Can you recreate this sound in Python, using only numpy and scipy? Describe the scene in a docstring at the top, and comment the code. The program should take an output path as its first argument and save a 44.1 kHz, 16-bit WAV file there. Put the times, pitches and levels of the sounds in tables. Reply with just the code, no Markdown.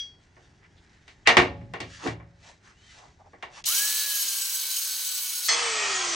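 """In a boat's engine bay, amid close steel, a tool rings out, clothes rustle and blows knock on the hull.
An angle grinder runs up and cuts a steel stud; the cut is in fast motion, so about three times higher.
Then, at natural pitch, the disc leaves the steel, the motor picks up briefly and coasts down, gears rattling.
Abrasion, scuffs and air are coloured noise; the tool and hull are decaying modes; the motor adds sine tones.
"""
import sys
import numpy as np
from scipy import signal
from scipy.fft import rfft, irfft, next_fast_len
from scipy.io import wavfile
from scipy.ndimage import uniform_filter1d

SR = 44100
rng = np.random.default_rng(int(sys.argv[2]) if len(sys.argv) > 2 else 0)


def store_pcm(level_fs):
    """Save levels as 16-bit WAV."""
    pcm = np.round(np.clip(level_fs, -1, 1) * 32767).astype(np.int16)
    wavfile.write(sys.argv[1], SR, np.atleast_2d(pcm).T)


N = 271201

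T = np.arange(N) / SR
SIZE = next_fast_len(N)
FREQ = np.maximum(np.arange(SIZE // 2 + 1) * SR / SIZE, 1)
SWITCH_ON_S, CUT_START_S, CUT_END_S, SWITCH_OFF_S = 3.626, 3.654, 5.484, 5.615


def amp(db):
    """Decibels to gain."""
    return 10 ** (np.asarray(db) / 20)


def unit(x):
    """Scale to rms 1."""
    return x / np.sqrt(np.mean(x ** 2))


def curves(table):
    """Each column of a timed table, sample by sample."""
    s, *columns = np.transpose(table)
    return [np.interp(T, s, c) for c in columns]


def at(points, hz=FREQ):
    """Read (Hz, value) points on a log-frequency axis."""
    f, value = np.transpose(points)
    return np.interp(np.log(hz), np.log(f), value)


def shape(x, gain):
    """Filter with a gain for each frequency."""
    return irfft(rfft(x, SIZE) * gain, SIZE)[..., :N]


def band(lo_hz, hi_hz):
    """Steep pass band; neighbours add up to even power."""
    return ((1 + (lo_hz / FREQ) ** 12) * (1 + (FREQ / hi_hz) ** 12)) ** -.5


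def resonances(rings):
    """Power response of (Hz, width in Hz, dB) resonances."""
    return sum(amp(db) ** 2 / (1 + (2 * (FREQ - hz) / width) ** 2) ** 2 for hz, width, db in rings)


def noise():
    """Two unrelated white noises."""
    return rng.standard_normal((2, N))


def spread(pair, gain, width):
    """Colour two unrelated signals and decode them to left and right as mid (rms 1) and side."""
    mid, side = shape(pair, np.array([gain, gain * amp(at(width))]))
    return np.array([mid + side, mid - side]) / np.std(mid)


def walk(rate):
    """Smooth random wander, spread 1, with about `rate` new values a second."""
    k = max(int(SR / rate), 1)
    steps = np.repeat(rng.standard_normal(N // k + 1), k)
    return unit(uniform_filter1d(uniform_filter1d(steps, k), k)[:N])


def between(start, end):
    """On from start to end, with edges of a millisecond."""
    return np.clip((T - start) * 1000, 0, 1) * np.clip((end - T) * 1000, 0, 1)


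def swell(s, half):
    """Smooth rise and fall around one moment."""
    return np.exp(-((T - s) / half) ** 2)


def settling(start, settled_db, surge_db, settle_s, attack_s):
    """Gain that rises to a surge and relaxes to a steady level."""
    age = np.maximum(T - start, 0)
    return (1 - np.exp(-age / attack_s)) * amp(settled_db + surge_db * np.exp(-age / settle_s))


def grit(per_s, scatter_db):
    """Dense tiny impacts of uneven size."""
    impacts = rng.random((2, N)) < per_s / SR
    return unit(impacts * noise() * amp(scatter_db * rng.standard_normal(N)))


def near_walls(x, t60, wet_db, drift):
    """Close steel surfaces add a dense short echo; its comb shifts as the hands move."""
    t, out = T[:SR // 4], x
    for _ in range(3):
        echo = rng.standard_normal((2, len(t))) * amp(-60 * t / t60)
        echo /= np.sqrt(np.sum(echo ** 2, axis=1, keepdims=True))
        sway = np.sin(2 * np.pi * (drift * T + rng.random()) + walk(3))
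        out = out + amp(wet_db) * sway * signal.fftconvolve(x, echo, axes=1)[:, :N]
    return out


def wavering_tone(hz, waver, rate):
    """Unsteady friction tone, rms near 1."""
    phase = 2 * np.pi * np.cumsum(hz * (1 + waver * walk(rate))) / SR
    return np.sqrt(2) * np.sin(phase) * amp(3 * walk(rate / 3) - 2.5)


# The motor's free speed in fast motion, and how fast it runs up to it.
FREE_HZ, RUN_UP_S = 1728, .06
# Load on the disc. Each row: time in seconds, share of the speed lost.
LOAD = [(3.95, 0), (4.11, .031), (4.35, .084), (4.56, .106), (4.9, .114), (5.48, .16)]
# Broad colour of the cut. Each row: frequency in Hz, level in dB.
CUT_COLOUR = [(71, -78), (120, -41.5), (333, -25), (426, -32), (590, -25), (667, -33.5), (888, -20.5),
              (1640, -14.5), (1970, -16.5), (4360, 1.5), (5350, 2), (6300, 3), (7420, -1), (8050, -2),
              (15800, -4)]
# Resonances of disc, guard and stud. 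Each row: frequency in Hz, width in Hz, dB over the broad noise.
CUT_RINGS = [(326, 19, 8.5), (596, 36, 7), (2234, 30, 9), (3062, 41, 9.5), (3976, 180, 7), (4430, 160, 6),
             (4400, 120, -0.5), (4890, 110, 1.5), (5100, 80, -9), (5710, 92, -5.5), (6040, 180, 0),
             (6510, 200, 6.5), (6540, 81, -4.5), (7890, 170, 11.5), (8520, 110, 6.5), (9100, 900, 0.5),
             (11000, 100, 4), (12300, 110, 1), (15000, 300, -1), (15000, 240, -2)]
# Stereo width of the cut. Each row: frequency in Hz, side minus mid in dB.
CUT_WIDTH = [(300, -44.5), (2000, -22), (3700, -4.5), (6000, -7), (8000, -13.5), (9500, -1), (11000, -1.5),
             (12500, -32), (15500, -10)]
# Surging layers. Each holds: settled level in dB, surge in dB, settling time in seconds, attack in seconds.
GRIND = (-34.2, 9.2, .5, .003)
HISS = (-34.5, 8.5, .65, .012)
MOTOR_AIR = (-43.3, 10.2, .52, .026)
SHAFT_TONE = (-56.5, 20, .43, .08)
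# The shaft tone swells as its pitch passes a resonance of the housing.
HOUSING_HZ, HOUSING_WIDTH_HZ, HOUSING_DB = 1672, 56, 8
# Moments when the disc snags. Each row: time in seconds, extra grinding in dB.
SNAGS = [(3.775, 2.5), (4.552, 2.5), (5.465, 2.5)]
SNAG_HALF_S = .018
# Swells of a thin singing tone. Each row: time in seconds, half length in seconds, level in dB.
SING = [(4.18, .065, -34), (4.38, .03, -37)]


def cutting():
    """Abrasive grains tear the steel and ring disc and guard; the motor spins up, then sags under load."""
    run_up = 1 - np.exp(-np.maximum(T - SWITCH_ON_S, 0) / RUN_UP_S)
    hz = FREE_HZ * run_up * (1 - curves(LOAD)[0])
    turn = 2 * np.pi * np.cumsum(hz * (1 + 0.00202 * walk(70))) / SR
    # the disc, geared down from the shaft, bites harder once a turn and chatters
    bite = amp(1.4 * np.sin(turn / 3.3) + 1.0 * walk(160))
    coarse, fine = (near_walls(grit(per_s=9000, scatter_db=1.0) * bite, t60=.07, wet_db=-4.5, drift=1.8)
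                    for _ in range(2))
    body = amp(at(CUT_COLOUR)) * np.sqrt(1 + resonances(CUT_RINGS))
    snag = amp(sum(db * swell(s, SNAG_HALF_S) for s, db in SNAGS))
    grind = spread(coarse, body * band(2700, 9500), CUT_WIDTH) * settling(CUT_START_S, *GRIND)
    hiss = spread(fine, body * band(9500, 19000), CUT_WIDTH) * settling(CUT_START_S, *HISS)
    air = spread(noise(), body * band(60, 3140), CUT_WIDTH) * settling(CUT_START_S, *MOTOR_AIR)
    housing_db = HOUSING_DB / (1 + (2 * (hz - HOUSING_HZ) / HOUSING_WIDTH_HZ) ** 4)
    tone_level = np.sqrt(2) * settling(CUT_START_S, *SHAFT_TONE) * amp(housing_db + 1.8 * walk(40))
    tone = tone_level * np.sin(turn)
    sing_level = sum(amp(db) * swell(s, half) for s, half, db in SING)
    sing = wavering_tone(11385, waver=.006, rate=300) * sing_level
    return ((grind + hiss) * snag + air + tone + sing) * between(CUT_START_S, CUT_END_S)


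# Freed from the steel the shaft picks up until the switch is released; friction then slows it.
FREED_HZ, PICK_UP_HZ_PER_S, SLOWING_S = 462, 140, 1.43
# Broad colour of the run-down. Each row: frequency in Hz, level in dB.
COAST_COLOUR = [(35, -60), (60, -32), (305, -15), (340, -10.5), (403, -7), (521, -8), (646, -2), (1310, 1),
                (1460, -2), (1880, 1.5), (3660, -1.5), (6240, -1), (8610, -8), (10000, -32.5), (13000, -96),
                (22000, -120)]
# Gear head and guard. Each row: frequency in Hz, width in Hz, dB over the broad noise.
GUARD_RINGS = [(900, 40, -0.5), (1138, 50, 4), (1288, 150, 4.5), (1890, 140, 1), (2085, 50, -6),
               (2306, 120, 3.5), (2587, 60, 2), (3006, 31, 8), (3320, 140, 4.5), (4770, 23, 8)]
# Disc on steel at natural pitch. Each row: frequency in Hz, width in Hz, relative level in dB.
BITE_RINGS = [(1323, 67, -12), (1990, 190, -0.5), (3330, 74, 2.5), (4298, 53, 8.5), (5040, 500, -6.5),
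              (5240, 450, -5), (6230, 180, 3)]
# Stereo width of the coasting grinder. Each row: frequency in Hz, side minus mid in dB.
COAST_WIDTH = [(60, -30), (380, -17), (700, -9), (1290, -6), (2380, -6), (4400, -15), (6000, -15),
               (9000, -4)]
# Surging layers. Each holds: settled level in dB, surge in dB, settling time in seconds, attack in seconds.
RATTLE = (-31.3, 4, .15, .001)
FAN_AIR = (-31.6, 8, .045, .001)
HUM = (-46.5, 6, .6, .06)
# The fan whine grows as its pitch falls; the level of the upper whine also follows the broad colour.
WHINE_DB, WHINE_DB_PER_OCTAVE, UPPER_WHINE_DB = -42.5, -15, -45


def coasting():
    """A last bite rings away; gears rattle, the shaft hums and the fan whines, rising briefly, then falling."""
    driven_s = np.clip(T, CUT_END_S, SWITCH_OFF_S) - CUT_END_S
    coasted_s = np.maximum(T - SWITCH_OFF_S, 0)
    hz = (FREED_HZ + PICK_UP_HZ_PER_S * driven_s) * np.exp(-coasted_s / SLOWING_S)
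    turn = 2 * np.pi * np.cumsum(hz * (1 + .002 * walk(150))) / SR
    body = amp(at(COAST_COLOUR)) * np.sqrt(1 + resonances(GUARD_RINGS))
    # the rattle pulses once for every 2.8 turns of the shaft
    impacts = grit(per_s=6000, scatter_db=3) * amp(3.1 * np.sin(turn / 2.8))
    teeth = near_walls(impacts, t60=0.27, wet_db=2.5, drift=1.5)
    rattle = spread(teeth, body * band(40, 3620), COAST_WIDTH) * settling(CUT_END_S, *RATTLE)
    air = spread(noise(), body * band(4000, 10000), COAST_WIDTH) * settling(CUT_END_S, *FAN_AIR)
    ringing_steel = np.sqrt(resonances(BITE_RINGS)) * band(500, 10000) ** 2
    last_bite = spread(grit(per_s=3000, scatter_db=3), ringing_steel, COAST_WIDTH)
    last_bite = last_bite * amp(-22) * swell(CUT_END_S, 0.068)
    hum = settling(CUT_END_S, *HUM) * amp(2.0 * walk(25)) * np.sin(turn)
    # the whine flutters, differently left and right, as it glides through the echoes of the bay
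    flutter_db = 3.5 * np.array([walk(70), walk(70)])
    # the two whines sound at 18 and 24 times the shaft speed
    whine = amp(WHINE_DB + WHINE_DB_PER_OCTAVE * np.log2(hz / FREED_HZ)) * np.sin(18 * turn)
    upper = amp(UPPER_WHINE_DB + at(COAST_COLOUR, 24 * hz)) * np.sin(24 * turn)
    tones = np.sqrt(2) * (hum + (whine + upper) * amp(flutter_db))
    return (rattle + air + last_bite + tones) * between(CUT_END_S, np.inf)


# Knocks and clicks. Each row: start in seconds, level in dB, then bass and treble in dB relative to the middle.
KNOCKS = [(0.367, -49.5, -8, -34), (1.079, -50.5, -30, 13.5), (1.273, -11, -24, 8), (1.289, -12, -23, -1),
          (1.369, -7.5, -7, 2), (1.386, -16.5, -3, -6), (1.420, -30.5, 6, 4.5), (1.613, -52, 16, -10.5),
          (1.737, -29.5, -11, -4), (1.803, -33.5, 7, 11), (2.062, -26.5, 4, -24), (2.074, -32, 5, 6),
          (2.2, -46, -14, -22), (3.333, -46.5, -7, -27), (3.426, -33.5, -24, 1), (3.641, -54, -26, 33.5)]


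def blow_sizes(hz):
    """Strength of every knock at one frequency: heavy blows have bass, hard ones treble."""
    s, db, bass_db, treble_db = np.transpose(KNOCKS)
    bass_share = at([(100, 1), (300, 0.5), (750, 0)], hz)
    treble_share = at([(1600, 0), (5000, 1)], hz)
    return amp(db + bass_db * bass_share + treble_db * treble_share)


def fade(times, sizes, t60):
    """Envelope of blows whose energies add and die away."""
    energy = np.zeros(N)
    energy[(times * SR).astype(int)] = sizes ** 2
    decay = np.exp(-2 * np.log(1000) / (t60 * SR))
    return np.sqrt(signal.lfilter([1], [1, -decay], energy + 1e-24))


# Broad colour of the blows. Each row: frequency in Hz, level in dB.
KNOCK_COLOUR = [(30, -36.5), (55, -6.5), (100, -3.5), (240, -1.5), (360, -0.5), (550, -4.5), (800, -4),
                (1500, -8), (2000, -7.5), (3500, -12.5), (6300, -26.5), (9000, -35), (11500, -54),
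                (15000, -91)]
# Struck boards and fittings. Each row: frequency in Hz, width in Hz, dB over the broad colour.
BOARD_RINGS = [(380, 100, 0.5), (718, 140, 5.5), (1104, 75, 5), (1970, 720, 4), (2110, 80, 0.5),
               (2298, 130, 7.5), (2795, 76, 9.5), (6200, 150, 7.5)]
# Base decay of the bay, scaled below for ring and tail. Each row: frequency in Hz, seconds to fall 60 dB.
BAY_T60 = [(80, 0.91), (200, 0.29), (500, 0.35), (1500, 0.24), (4000, 0.26), (10000, 0.17)]
# Stereo width of the blows, hull included. Each row: frequency in Hz, side minus mid in dB.
KNOCK_WIDTH = [(60, -24), (200, -15), (380, -12), (700, -6), (1290, -1), (2380, -3.5), (4400, -8),
               (8120, -6)]


def knocks():
    """Each blow is a short crack and a dense ring of the bay, with a faint late tail, band by band."""
    times, out = np.transpose(KNOCKS)[0], 0
    colour = amp(at(KNOCK_COLOUR)) * np.sqrt(1 + resonances(BOARD_RINGS))
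    for hz in np.geomspace(60, 60 * 2 ** 7.5, 12):
        gain = colour * band(hz / 2 ** (1 / 3), hz * 2 ** (1 / 3))
        band_share = np.sqrt(np.sum(gain ** 2) / np.sum(colour ** 2))
        sizes, t60 = blow_sizes(hz) * band_share, at(BAY_T60, hz)
        crack = amp(at([(200, -17), (1500, -9.5), (6000, 3)], hz)) * fade(times, sizes, t60=.03)
        ring = amp(-2.0) * fade(times, sizes, t60 * 0.86)
        tail = amp(-24.5) * fade(times, sizes, t60 * 1.8)
        out = out + spread(noise(), gain, KNOCK_WIDTH) * np.sqrt(crack ** 2 + ring ** 2 + tail ** 2)
    return out


# Slow ring of the plating, short ring of fittings.
# Each row: frequency in Hz, relative level in dB, seconds to fall 60 dB.
HULL = [(71, -8, 0.93), (96.4, -1.5, 0.62), (113.4, 0, 0.66), (168, -6, 0.89), (255.5, -7, .65),
        (280, -2, .35), (308, -11.5, .55), (364, 4.5, .25), (468, 0.5, .3), (458, -14.5, .45),
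        (559, -14.5, 1), (619, -12, .55), (710, -14.5, 0.21), (843, -17.5, 0.74), (1093, -5.5, 0.12),
        (1136, -2.5, 0.081), (1826, -6, 0.22), (1835, 1, 0.27), (1935, 0.5, .22), (1870, -7, .24),
        (2237, -11, .3), (2330, -7, .26), (2750, -7, .22), (3170, -15, 0.17)]


def hull():
    """The same blows ring the decaying modes of hull and boards, each in its own mix."""
    starts, out = (np.transpose(KNOCKS)[0] * SR).astype(int), np.zeros((2, N))
    for hz, db, t60 in HULL:
        push = np.zeros(N, complex)
        push[starts] = blow_sizes(hz) * np.exp(2j * np.pi * rng.random(len(starts)))
        pole = np.exp((2j * np.pi * hz - np.log(1000) / t60) / SR)
        ring = signal.lfilter([1], [1, -pole], push + 1e-18)
        # opposite phase shifts left and right give the mode its width
        lag = amp(at(KNOCK_WIDTH, hz)) * rng.standard_normal()
        out += amp(db) * np.array([(ring * np.exp(1j * lag)).imag, (ring * np.exp(-1j * lag)).imag])
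    return amp(-14.5) * out


# Stereo width of the bay, also for rustle and rumble. Each row: frequency in Hz, side minus mid in dB.
BAY_WIDTH = [(60, -24.5), (250, -13), (600, -6.5), (2000, -3), (5000, -17), (10000, 0.5)]
# Modes of the tool. Each row: frequency in Hz, relative level in dB, seconds to fall 60 dB.
TOOL = [(2186, -31, 0.31), (3288, -1.5, 0.29), (4530, -26, 0.43), (4640, -30, 0.51), (4947, -20, 0.21),
        (5389, -29, 0.47), (5755, -13, 0.19), (6000, -20, 0.27)]


def steel_tool():
    """A small steel tool rings out after a tap: decaying sines over a fading wash of the bay."""
    ring = sum(amp(db - 60 * T / t60) * np.sin(2 * np.pi * hz * T + rng.uniform(0, 2 * np.pi))
               for hz, db, t60 in TOOL)
    bay = spread(noise(), band(1480, 6400), BAY_WIDTH) * amp(-51 - 60 * T / 0.31)
    return ring * amp([[-25], [-28]]) + bay  # left, right


def scuff(hz):
    """Broad friction noise around one pitch."""
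    gain = np.sqrt(resonances([(hz, .7 * hz, 0)])) * band(hz / 2, 3 * hz)
    return spread(noise(), gain, BAY_WIDTH)


# Colour of sliding cloth and cable. Each row: frequency in Hz, level in dB.
SWISH = [(710, -33.5), (1200, -9.5), (1710, -0.5), (2470, -4.5), (2900, -4.5), (6190, -6), (9220, -20),
         (11000, -60.5), (14300, -87), (22000, -120)]
# Swishes of sleeves and cable. Each row: time in seconds, half length in seconds, level in dB.
SWISHES = [(0.235, .022, -71), (0.42, .07, -75), (0.9, .15, -70), (1.11, .03, -67), (1.955, .065, -51),
           (2.07, .05, -43.5), (2.48, .056, -53.5), (2.687, .049, -62.5), (2.93, .13, -58),
           (3.575, .04, -47.5)]
# Gloves and tools on the boards, and once the boards shifting low after a heavy blow. Each row: time in
# seconds, half length in seconds, level in dB, pitch in Hz.
SCUFFS = [(0.647, .023, -58, 1900), (0.784, .018, -63, 3430), (0.95, .13, -68, 1850),
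          (1.1, .02, -56.5, 2100), (1.27, .008, -25, 2200), (1.65, .1, -41.5, 140),
          (2.05, .04, -41.5, 1000), (2.072, .026, -32, 360), (2.49, .05, -57, 772),
          (2.687, .049, -59.5, 1400), (3.03, .07, -55, 820), (3.212, .016, -54.5, 760),
          (3.267, .021, -55.5, 760), (3.347, .012, -52.5, 750), (3.438, .009, -41, 850),
          (3.519, .08, -57.5, 786), (3.589, .02, -48.5, 990)]
# Faint rubbing goes on between the strokes; its level fidgets.
CLOTH_DB, RUB_DB, RUB_HZ, FIDGET_DB = -71, -75, 1700, 1
# The sliding cable squeaks once; its pitch arches up and down by this share.
SQUEAK_S, SQUEAK_HALF_S, SQUEAK_HZ, SQUEAK_DB, SQUEAK_ARCH = 2.86, .1, 3100, -62, .16


def rustle():
    """Cloth and cable slide in small catches, gloves scuff at their own pitch; the cable squeaks faintly."""
    fidget = amp(FIDGET_DB * walk(9))
    catches = near_walls(grit(per_s=3400, scatter_db=-3), t60=0.18, wet_db=1, drift=0.56)
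    swish_level = amp(CLOTH_DB) * fidget + sum(amp(db) * swell(s, half) for s, half, db in SWISHES)
    swish = spread(catches, amp(at(SWISH)), BAY_WIDTH) * swish_level
    rubbing = scuff(RUB_HZ) * amp(RUB_DB) * fidget
    scuffs = rubbing + sum(scuff(hz) * amp(db) * swell(s, half) for s, half, db, hz in SCUFFS)
    slide = swell(SQUEAK_S, SQUEAK_HALF_S)
    squeak_hz = SQUEAK_HZ * (1 - SQUEAK_ARCH * (1 - slide))
    squeak = wavering_tone(squeak_hz, waver=0.014, rate=330) * amp(SQUEAK_DB) * slide
    return ((swish + scuffs) * amp(0.6 * walk(50)) + squeak) * between(0, SWITCH_ON_S)


# Colour of the background in the hull. Each row: frequency in Hz, level in dB.
RUMBLE = [(15, -30), (25, -8.5), (87, -0.5), (250, -13.5), (413, -14.5), (485, -22), (866, -20),
          (1350, -33), (2010, -24.5), (3000, -50), (3900, -75), (6600, -120)]


def rumble():
    """Low background noise inside the hull, all but gone during the fast-motion cut."""
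    level_db = -59 + 0.74 * walk(19) - 0.55 * T - 33 * between(CUT_START_S, CUT_END_S)
    return spread(noise(), amp(at(RUMBLE)), BAY_WIDTH) * amp(level_db)


def scene():
    """Handling, the cut and the run-down."""
    # the blows have no extreme treble
    blows = shape(knocks() + hull(), band(20, 10500))
    return steel_tool() + rustle() + blows + cutting() + coasting() + rumble()


TOP_HZ = 15900


def record(dry):
    """The loudest peaks clip at full scale and a steep low-pass cuts the top."""
    low_pass = signal.ellip(10, .2, 80, TOP_HZ, fs=SR, output="sos")
    return signal.sosfilt(low_pass, np.clip(dry, -1, 1))


dry = scene()
out = record(dry)
store_pcm(out)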